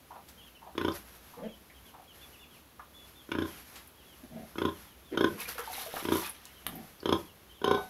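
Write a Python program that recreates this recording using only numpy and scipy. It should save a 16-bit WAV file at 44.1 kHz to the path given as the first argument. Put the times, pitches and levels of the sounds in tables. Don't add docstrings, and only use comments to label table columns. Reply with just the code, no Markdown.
import sys
import numpy as np
from scipy import signal
from scipy.fft import rfft, irfft
from scipy.io import wavfile

SR = 44100
rng = np.random.default_rng(int(sys.argv[2]) if len(sys.argv) > 2 else 0)


def store_wav(level_fs):
    pcm = np.round(np.clip(np.atleast_2d(level_fs), -1, 1) * 32767)
    wavfile.write(sys.argv[1], SR, pcm.T.astype(np.int16))


N = 347949
TIME = np.arange(N) / SR

# f/Hz, relative level per Hz/dB
AIR_COLOUR = [(15, -60), (25, -8), (49, -30), (75, 3.5), (113, -2.5), (246, -1), (741, -8.5), (1170, -9.5),
              (1950, -14), (3340, -13), (4870, -19), (6380, -20), (8350, -25), (11500, -14.5), (15500, -22)]
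AIR_DB, HUM_HZ = -58.5, 62

# f/Hz, relative level/dB
SNOUT_AIR_COLOUR = [(600, 0.5), (1500, 3), (3500, -3.5), (6000, -4.5), (8500, -12), (10000, -4.5),
                    (11700, 3.5), (13500, -7), (16000, -47)]
# peak t/s, rise/s, level/dB
STRONG_SNIFFS = [(.29, 0.021, -55), (1.13, 0.059, -59), (1.3, 0.056, -57), (1.87, .03, -54.5),
                 (2.22, 0.095, -57), (2.56, 0.036, -59), (3.12, 0.095, -59), (3.71, 0.1, -55),
                 (4.38, 0.36, -60.5), (5.33, .1, -56), (6.8, 0.19, -58)]
SNIFF_FALL_PER_RISE = 1.55
PUFF_LAG_S, PUFF_RISE_S, PUFF_FALL_S = 0.066, 0.099, 0.097
NOSING_DB, NOSING_SWING_DB, NOSING_RATE = -69, 2, 7.3

# t/s, first note level/dB, second note level/dB, f near the top of the first arch/Hz
NOTE_PAIRS = [(.102, -49, -50, 887), (.615, -53, -51, 884), (1.33, -54.5, -51.5, 933),
              (1.933, -53.5, -55.5, 856), (7.768, -39.5, -59, 730)]
CLUCK_S, CLUCK_GAP_S, CLUCK_DROP = 0.0273, .049, .86

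# t/s, length/s, top f before scoop and fall/Hz, fall/Hz, level/dB
TIMED_PEEPS = [(0.372, 0.056, 3290, 600, -56.5), (.402, .087, 3380, 446, -59.5),
               (.548, 0.032, 3190, 654, -55), (1.478, 0.076, 3400, 554, -56.5),
               (1.743, .051, 3330, 450, -61), (2.072, .058, 3390, 750, -56.5),
               (2.211, 0.046, 3600, 300, -54.5), (2.326, .043, 3090, 700, -57),
               (2.39, .068, 3620, 348, -57), (2.405, 0.046, 3075, 800, -56.5),
               (2.933, 0.121, 3510, 100, -56), (3.15, 0.076, 3680, 597, -57.5), (3.47, .06, 3350, 500, -59),
               (4.055, .1, 3450, 754, -60), (4.84, .1, 3620, 900, -64.5), (5.04, .09, 3660, 750, -61.5),
               (6.554, 0.043, 3300, 550, -57.5), (7.493, .037, 3300, 450, -56)]
FLOCK_DB, FLOCK_TOP_HZ, FLOCK_PEEP_S, FLOCK_SAG_HZ_PER_S = -61.5, 3510, 0.07, 15000

# t/s, starting level/dB, time to die by 60 dB/s, centre f/Hz, spread/octaves
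TAPS = [(.286, -50, 0.11, 5000, 1.8), (.92, -44, 0.039, 4950, .17), (1.7, -54.5, 0.14, 2020, .18),
        (2.795, -44, 0.092, 990, .55), (3.757, -47, 0.18, 2040, 1.4), (3.874, -48.5, .04, 12000, .32),
        (5.582, -38.5, 0.24, 1180, .62), (5.94, -36.5, 0.051, 636, 0.32), (5.967, -31.5, 0.065, 680, 0.87),
        (6.295, -34.5, 0.048, 10500, 0.14), (6.454, -40.5, 0.018, 6000, 0.95),
        (6.6661, -27.5, .015, 1980, 0.85), (6.667, -27, 0.015, 11200, .27), (6.755, -42, .048, 12300, .17),
        (7.003, -45, .03, 4730, .12)]

# t/s, number of beats, level of the first beat/dB, level two thirds through/dB, level of the last
# beat/dB, opening brightness/dB per octave, jaw factor on the first formant, mouth gain near 1 kHz at the
# last beat (half that at the first)/dB, snout gain near 2.4 kHz at the first beat (fades to 0)/dB,
# closing puff level/dB
GRUNT_LIST = [(.779, 4, -8.5, -2, -2.5, 2, 1.037, 0.5, 9.5, -50),
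              (3.317, 5, -9.5, -.5, -14, 2, 1, -1, 13, -48),
              (4.583, 4, -7.5, 1.5, -9, 0.8, 1.053, 1, 6.5, -54),
              (5.174, 3, -1, 2, 2.5, 0.26, 1.07, -1.5, -8, -61),
              (6.052, 4, -6.5, 1.5, -3, 0.2, 1.055, 2, 3.5, -61),
              (7.0567, 3, -3.5, .5, 5.5, .5, 1.085, 5, 3, -56.5),
              (7.643, 4, -3, 3.5, -2.5, 2, 1.22, 2.5, -7, -53)]
# f/Hz, width/Hz, level/dB
THROAT_RESONANCES = [(90, 35, 13.5), (154, 87, 2), (238, 112, 16.5), (329, 113, 25.5), (423.5, 69, 15.5),
                     (580, 70, 13.5), (794, 100, 1), (1011, 159, 14), (1248, 160, 7), (1465, 127, 12),
                     (1567, 220, 5.5), (2246, 1040, -5), (3250, 610, 2.5), (4020, 860, -12),
                     (5160, 630, -7), (6390, 380, -10), (11300, 2200, -16)]
BEAT_S = .0343
LEAD_S, LEAD_DB, LEAD_BRIGHT = .027, -17.5, -2
END_BRIGHT, BRIGHT_PER_DB = -0.53, 0.1035
CHEST_PER_SNOUT_DB = 0.44

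# t/s, length/s, level/dB, pitch f/Hz, chest f/Hz, nose f/Hz, nose level/dB
GROWL_LIST = [(1.36, 0.068, -51, 87.7, 200, 480, 2), (1.409, 0.083, -41.5, 177.9, 213, 513, 2),
              (4.224, .036, -51.5, 113.6, 246, 596, -7), (4.293, .18, -48.5, 70.06, 193, 620, -3.5),
              (5.112, .055, -38, 104.8, 310, 445, -20), (5.268, 0.13, -49, 61, 192, 360, -9),
              (6.635, 0.23, -50, 58, 206, 730, -6.5)]
ROUGH_AT_100_HZ, ROUGH_PER_OCTAVE = .5, -0.294

# t/s, length/s, flow level/dB
GUSH_LIST = [(5.37, .048, -40.5), (5.457, .045, -40.5), (5.556, 0.04, -44), (5.61, 0.52, -49.5),
             (5.69, 0.14, -45), (5.931, 0.075, -45.5), (6.097, 0.17, -42)]
# f/Hz, relative level/dB
DROPLET_COLOUR = [(2500, -10), (4000, -7), (6000, -1), (8500, -5.5), (11500, 8), (13500, 0), (16000, -10)]
# f/Hz, relative level/dB
BUBBLE_COLOUR = [(300, 10), (600, -6.5), (1000, -0.5), (2000, -1), (3500, -2), (6000, -9), (9000, -24)]
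GUSH_RISE_S, GUSH_FALL_DB_PER_S = 0.03, 315
SETTLE_DB, SETTLE_FALL_DB_PER_S = -15.5, 30
SLOSH_DB, SLOSH_FOLLOW, FULL_FLOW_DB = -42.5, .85, -40.5
# t/s, level/dB, starting f/Hz
LOUD_BUBBLES = [(5.4, -36.5, 2504), (5.455, -36, 2350), (5.592, -34, 457), (5.675, -33, 866),
                (5.7, -34.5, 717), (5.78, -34, 794), (5.862, -36, 631), (6.23, -36, 850),
                (6.247, -37, 2440)]
FAINT_PLOP_DB, FAINT_PLOP_LOW_HZ, FAINT_PLOP_HIGH_HZ = -42, 447, 1910

# multiple of its pitch, relative level/dB
CALL_OVERTONES = [(1, 0), (2, -1), (3, -17), (4, -27), (5, -10.5), (6, -24), (8, -25)]
CALL_HZ, CALL_DB, CALL_START_S = 755, -37, 7.617
CALL_RISE_S, CALL_HOLD_S, CALL_FALL_DB_PER_S = 0.042, .16, 183

# f/Hz, time to die by 60 dB/s
PEN_RING = [(100, 0.38), (400, 0.23), (1200, 0.25), (3500, 0.19), (12000, 0.19)]
# delay/s, gain as a plain factor
WALL_ECHOES = [(.0042, 0.14), (0.0119, 0.062), (0.0179, .16), (.021, 0.017)]
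EDGE_HZ = 15750


def amp(db):
    return 10 ** (np.asarray(db) / 20)


def unit(x):
    return x / np.sqrt(np.mean(x ** 2) + 1e-20)


def read(points, hz):
    f, value = np.transpose(points)
    return np.interp(np.log(hz + 1), np.log(f + 1), value)


def add(mix, s, sound):
    part = mix[max(round(s * SR), 0):][:len(sound)]
    part += sound[:len(part)]


def colour(x, points):
    gain = amp(read(points, np.fft.rfftfreq(len(x), 1 / SR)))
    return unit(irfft(rfft(x) * gain, len(x)))


def causal(gain):
    both_sides = np.r_[gain, gain[-2:0:-1]]
    log_gain = np.log(np.maximum(both_sides, 1e-5))
    return np.fft.ifft(np.exp(np.conj(signal.hilbert(log_gain)))).real


def resonate(x, hz, width):
    turn = np.exp(2j * np.pi * np.cumsum(hz * np.ones(len(x))) / SR)
    r = np.exp(-np.pi * width / SR)
    return 2 * (turn * signal.lfilter([1 - r], [1, -r], x / turn)).real


def band(x, hz, width):
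    return unit(resonate(resonate(x, hz, width), hz, width))


def noise(t):
    return rng.standard_normal(SR // 2)[:len(t)]


def drift(t, rate):
    return np.interp(t * rate, np.arange(2048), rng.standard_normal(2048))


def held(s, rise_s, length_s, fall_db_per_s):
    rise = np.clip((TIME - s) / rise_s, 0, 1) ** 2
    return rise * amp(-fall_db_per_s * np.maximum(TIME - s - length_s, 0))


def swell(s, rise_s, fall_s):
    return np.exp(-((TIME - s) / np.where(TIME < s, rise_s, fall_s)) ** 2)


def yard(hum_db=-65):
    hum = band(rng.standard_normal(N), HUM_HZ, 10.5)
    air_level = amp(AIR_DB + .5 * drift(TIME, 5.6))
    return air_level * colour(rng.standard_normal(N), AIR_COLOUR) + amp(hum_db) * hum


def snuffles(flicker_db=3.0):
    breaths = np.zeros(N)
    for s, count, *_, db in GRUNT_LIST:
        last_beat_s = s + (count - 1) * BEAT_S
        breaths += amp(db) * swell(last_beat_s + PUFF_LAG_S, PUFF_RISE_S, PUFF_FALL_S)
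    for s, rise_s, db in STRONG_SNIFFS:
        breaths += amp(db) * swell(s, rise_s, rise_s * SNIFF_FALL_PER_RISE)
    nosing = amp(NOSING_DB + NOSING_SWING_DB * drift(TIME, NOSING_RATE))
    flicker = amp(flicker_db * drift(TIME, 25))
    return np.hypot(breaths, nosing) * flicker * colour(rng.standard_normal(N), SNOUT_AIR_COLOUR)


def clucks(rough=0.87, arch=0.39):
    out, t = np.zeros(N), np.arange(0, CLUCK_S, 1 / SR)
    hump = np.sin(np.pi * t / CLUCK_S)
    for s, first_db, second_db, hz in NOTE_PAIRS:
        for k, db in enumerate((first_db, second_db)):
            pitch = hz * CLUCK_DROP ** k * (1 + arch * (hump - .8))
            tone = np.sin(2 * np.pi * np.cumsum(pitch) / SR)
            rasp = unit(resonate(resonate(noise(t), pitch, 500), pitch, 530))
            add(out, s + k * CLUCK_GAP_S, amp(db) * unit((tone + rough * rasp) * hump))
    return out


def peep(length, top_hz, fall_hz, waver=0.013, octave_db=-20, scoop_hz=320, scoop_s=.007, bend=1.6):
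    t = np.arange(0, length, 1 / SR)
    hz = top_hz - fall_hz * (t / length) ** bend - scoop_hz * np.exp(-t / scoop_s)
    phase = 2 * np.pi * np.cumsum(hz * (1 + waver * drift(t, 179))) / SR
    whistle = np.sin(phase) + amp(octave_db) * np.sin(2 * phase)
    return whistle * signal.windows.tukey(len(t), .3)


def peeps(length_spread=0.32, pitch_spread=.05, spread_db=1.5, count=16):
    out = np.zeros(N)
    for s, length, top_hz, fall_hz, db in TIMED_PEEPS:
        add(out, s, amp(db) * peep(length, top_hz, fall_hz))
    for k, (when, long, high, loud) in enumerate(rng.uniform(-1, 1, (count, 4))):
        s = (k + .5 + .5 * when) / count * N / SR
        length = FLOCK_PEEP_S * (1 + length_spread * long)
        top_hz = FLOCK_TOP_HZ * (1 + pitch_spread * high)
        add(out, s, amp(FLOCK_DB + spread_db * loud) * peep(length, top_hz, FLOCK_SAG_HZ_PER_S * length))
    return out


def knocks():
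    out, t = np.zeros(N), np.arange(SR // 5) / SR
    octaves = np.log2(np.fft.rfftfreq(len(t), 1 / SR) + 1)
    for s, db, t60, hz, spread in TAPS:
        bell = np.exp(-((octaves - np.log2(hz)) / spread) ** 2 / 2)
        burst = unit(irfft(rfft(noise(t)) * bell, len(t)))
        add(out, s, burst * amp(db - 60 * t / t60))
    return out


def throat_ring(f, bright, jaw, mouth_db, snout_db, chest_db, wander=0.0039):
    hz, width, db = np.transpose(THROAT_RESONANCES)
    hz = hz * (1 + wander * noise(hz)) * np.where((hz > 280) & (hz < 500), jaw, 1)
    db = db + mouth_db * (np.exp(-((hz - 1030) / 200) ** 2) - 2.6 * np.exp(-((hz - 1550) / 180) ** 2))
    db = db + snout_db * np.exp(-((hz - 2350) / 300) ** 2) + chest_db * (hz < 120)
    peaks = amp(db) / (1 + (2 * (f[:, None] - hz) / width) ** 2)
    tilt = amp(bright * np.log2(np.clip(f, 400, 4000) / 400))
    bass_cut = f ** 2 / np.hypot(f ** 2, 55 ** 2)
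    return causal(np.linalg.norm(peaks, axis=1) * tilt * bass_cut)


def beat(bright, jaw, mouth_db, snout_db, chest_db, open_s=.0082, shut=0.27, pop_hz=1300, flutter=0.98,
         flutter_hz=620, puff_db=-38, delay_hz=420, delay_q=0.86, size=4096):
    f, t = np.fft.rfftfreq(size, 1 / SR), np.arange(size) / SR
    ring = throat_ring(f, bright, jaw, mouth_db, snout_db, chest_db)
    closing = shut * np.interp(t - open_s, t, ring, left=0)
    pops = signal.lfilter(*signal.butter(1, pop_hz, fs=SR), closing - ring)
    poles = signal.iirpeak(delay_hz, delay_q, fs=SR)[1]
    pops = signal.lfilter(poles[::-1], poles, pops)
    rush_level = np.interp(t, [0, .002, open_s], [1.66, 2.1, 0.31])
    rush = noise(t) * np.where(t > 0.86 * open_s, 0.012, rush_level)
    rush = signal.lfilter(*signal.butter(2, flutter_hz, "high", fs=SR), rush / np.linalg.norm(rush))
    whistle_hz = np.interp(t, [0, open_s, 3 * open_s], [2950, 3600, 3400])
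    puff = band(noise(t), whistle_hz, 270) * np.exp(-((t - .0058) / 0.0041) ** 2)
    return pops + flutter * signal.fftconvolve(rush, ring)[:size] + amp(puff_db + bright) * puff


def grunts(dulling=0.11):
    out = np.zeros(N)
    for s, count, first_db, main_db, last_db, bright_first, jaw, mouth_db, snout_db, _ in GRUNT_LIST:
        add(out, s - LEAD_S, amp(main_db + LEAD_DB) * beat(LEAD_BRIGHT, jaw, 0, 0, 0))
        bright_last = END_BRIGHT + BRIGHT_PER_DB * last_db
        chest_db = CHEST_PER_SNOUT_DB * snout_db
        for k in range(count):
            progress = k / (count - 1)
            db = np.interp(progress, [0, 2 / 3, 1], [first_db, main_db, last_db])
            bright = bright_first + (bright_last - bright_first) * progress ** dulling
            mouth_now, snout_now = mouth_db * (1 + progress) / 2, snout_db * (1 - progress)
            add(out, s + k * BEAT_S, amp(db) * beat(bright, jaw, mouth_now, snout_now, chest_db))
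    return out


def growls(jitter=.35, breathy=0.11, rasp_db=-16):
    out = np.zeros(N)
    for s, length, db, pitch_hz, chest_hz, nose_hz, nose_db in GROWL_LIST:
        t = np.arange(0, length, 1 / SR)
        rough = np.clip(ROUGH_AT_100_HZ + ROUGH_PER_OCTAVE * np.log2(pitch_hz / 100), 0, 1)
        turns = np.cumsum(pitch_hz * (1 + rough * jitter * drift(t, 70))) / SR
        pulses = np.diff(np.floor(turns), prepend=-1)
        drive = pulses + rough * breathy * noise(t)
        voice = band(drive, chest_hz, 166) + amp(nose_db) * band(drive, nose_hz, 158)
        voice += amp(rasp_db) * band(drive, 1400, 1400)
        add(out, s, amp(db) * unit(voice * np.sin(np.pi * t / length)))
    return out


def bubble(t, hz, t60, rise=2.6):
    ring = np.sin(2 * np.pi * np.cumsum(hz * (1 + rise * t)) / SR)
    return ring * amp(-60 * t / t60) * (1 - np.exp(-t / 0.00046))


def gush(s, length):
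    pour = held(s, GUSH_RISE_S, length, GUSH_FALL_DB_PER_S)
    stir = amp(SETTLE_DB) * held(s, GUSH_RISE_S, length, SETTLE_FALL_DB_PER_S)
    return np.maximum(pour, stir)


def water(drops_per_s=700, spray_db=-1, lumps_db=2, bubbles_per_s=80, cycles=26, clump_db=3.0,
          clump_rate=35, count=40):
    flow = np.max([amp(db) * gush(s, length) for s, length, db in GUSH_LIST], axis=0)
    flow = flow * amp(lumps_db * drift(TIME, 45))
    drops = rng.standard_normal(N) * (0.12 + (rng.random(N) < drops_per_s / SR))
    t, slosh = np.arange(SR // 10) / SR, np.zeros(N)
    for hz in np.geomspace(450, 6000, count):
        chance = bubbles_per_s * np.sqrt(hz / 1000) / SR
        births = rng.uniform(0.1, 1, N) * (rng.random(N) < chance)
        rings = signal.oaconvolve(births, bubble(t, hz, cycles / hz))[:N]
        slosh += rings * hz * amp(clump_db * drift(TIME, clump_rate))
    slosh_level = amp(SLOSH_DB) * (flow / amp(FULL_FLOW_DB)) ** SLOSH_FOLLOW
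    return colour(slosh, BUBBLE_COLOUR) * slosh_level + colour(drops, DROPLET_COLOUR) * flow * amp(spray_db)


def plops(plop_t60=0.073, count=7):
    out, t = np.zeros(N), np.arange(SR // 10) / SR
    first_s, last_s = GUSH_LIST[0][0], GUSH_LIST[-1][0]
    for s, db, hz in LOUD_BUBBLES:
        add(out, s, amp(db) * bubble(t, hz, plop_t60))
    for k, (when, high) in enumerate(rng.random((count, 2))):
        s = first_s + (last_s - first_s) * (k + when) / count
        hz = FAINT_PLOP_LOW_HZ * (FAINT_PLOP_HIGH_HZ / FAINT_PLOP_LOW_HZ) ** high
        add(out, s, amp(FAINT_PLOP_DB) * bubble(t, hz, plop_t60))
    return out


def far_call(waver=0.0052):
    phase = 2 * np.pi * np.cumsum(CALL_HZ * (1 + waver * drift(TIME, 80))) / SR
    note = sum(amp(db) * np.sin(multiple * phase) for multiple, db in CALL_OVERTONES)
    return note * amp(CALL_DB) * held(CALL_START_S, CALL_RISE_S, CALL_HOLD_S, CALL_FALL_DB_PER_S)


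def pen(x, build_s=0.0077):
    taps = rng.standard_normal(SR // 2) * (rng.random(SR // 2) < .15)
    hz, t, z = signal.stft(taps, SR, nperseg=256)
    decay = amp(-60 * t / read(PEN_RING, hz)[:, None])
    tail = signal.istft(z * decay, SR, nperseg=256)[1]
    tail *= np.clip(TIME[:len(tail)] / build_s - .3, 0, 1)
    return signal.fftconvolve(x, tail / np.linalg.norm(tail))[:N]


def scene(near_wet_db=-6.5, far_wet_db=-3):
    far = clucks() + peeps()
    near = knocks() + grunts() + growls() + water() + plops()
    echoes = sum(gain * np.interp(TIME - delay, TIME, near, left=0) for delay, gain in WALL_ECHOES)
    room = pen(amp(near_wet_db) * near + amp(far_wet_db) * far)
    return (yard() + snuffles() + far + near + echoes + room + far_call())[None]


def record(dry):
    low_pass = signal.firwin(511, EDGE_HZ, window=("kaiser", 9), fs=SR)
    return signal.oaconvolve(dry, low_pass[None], "same")


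dry = scene()
out = record(dry)
store_wav(out)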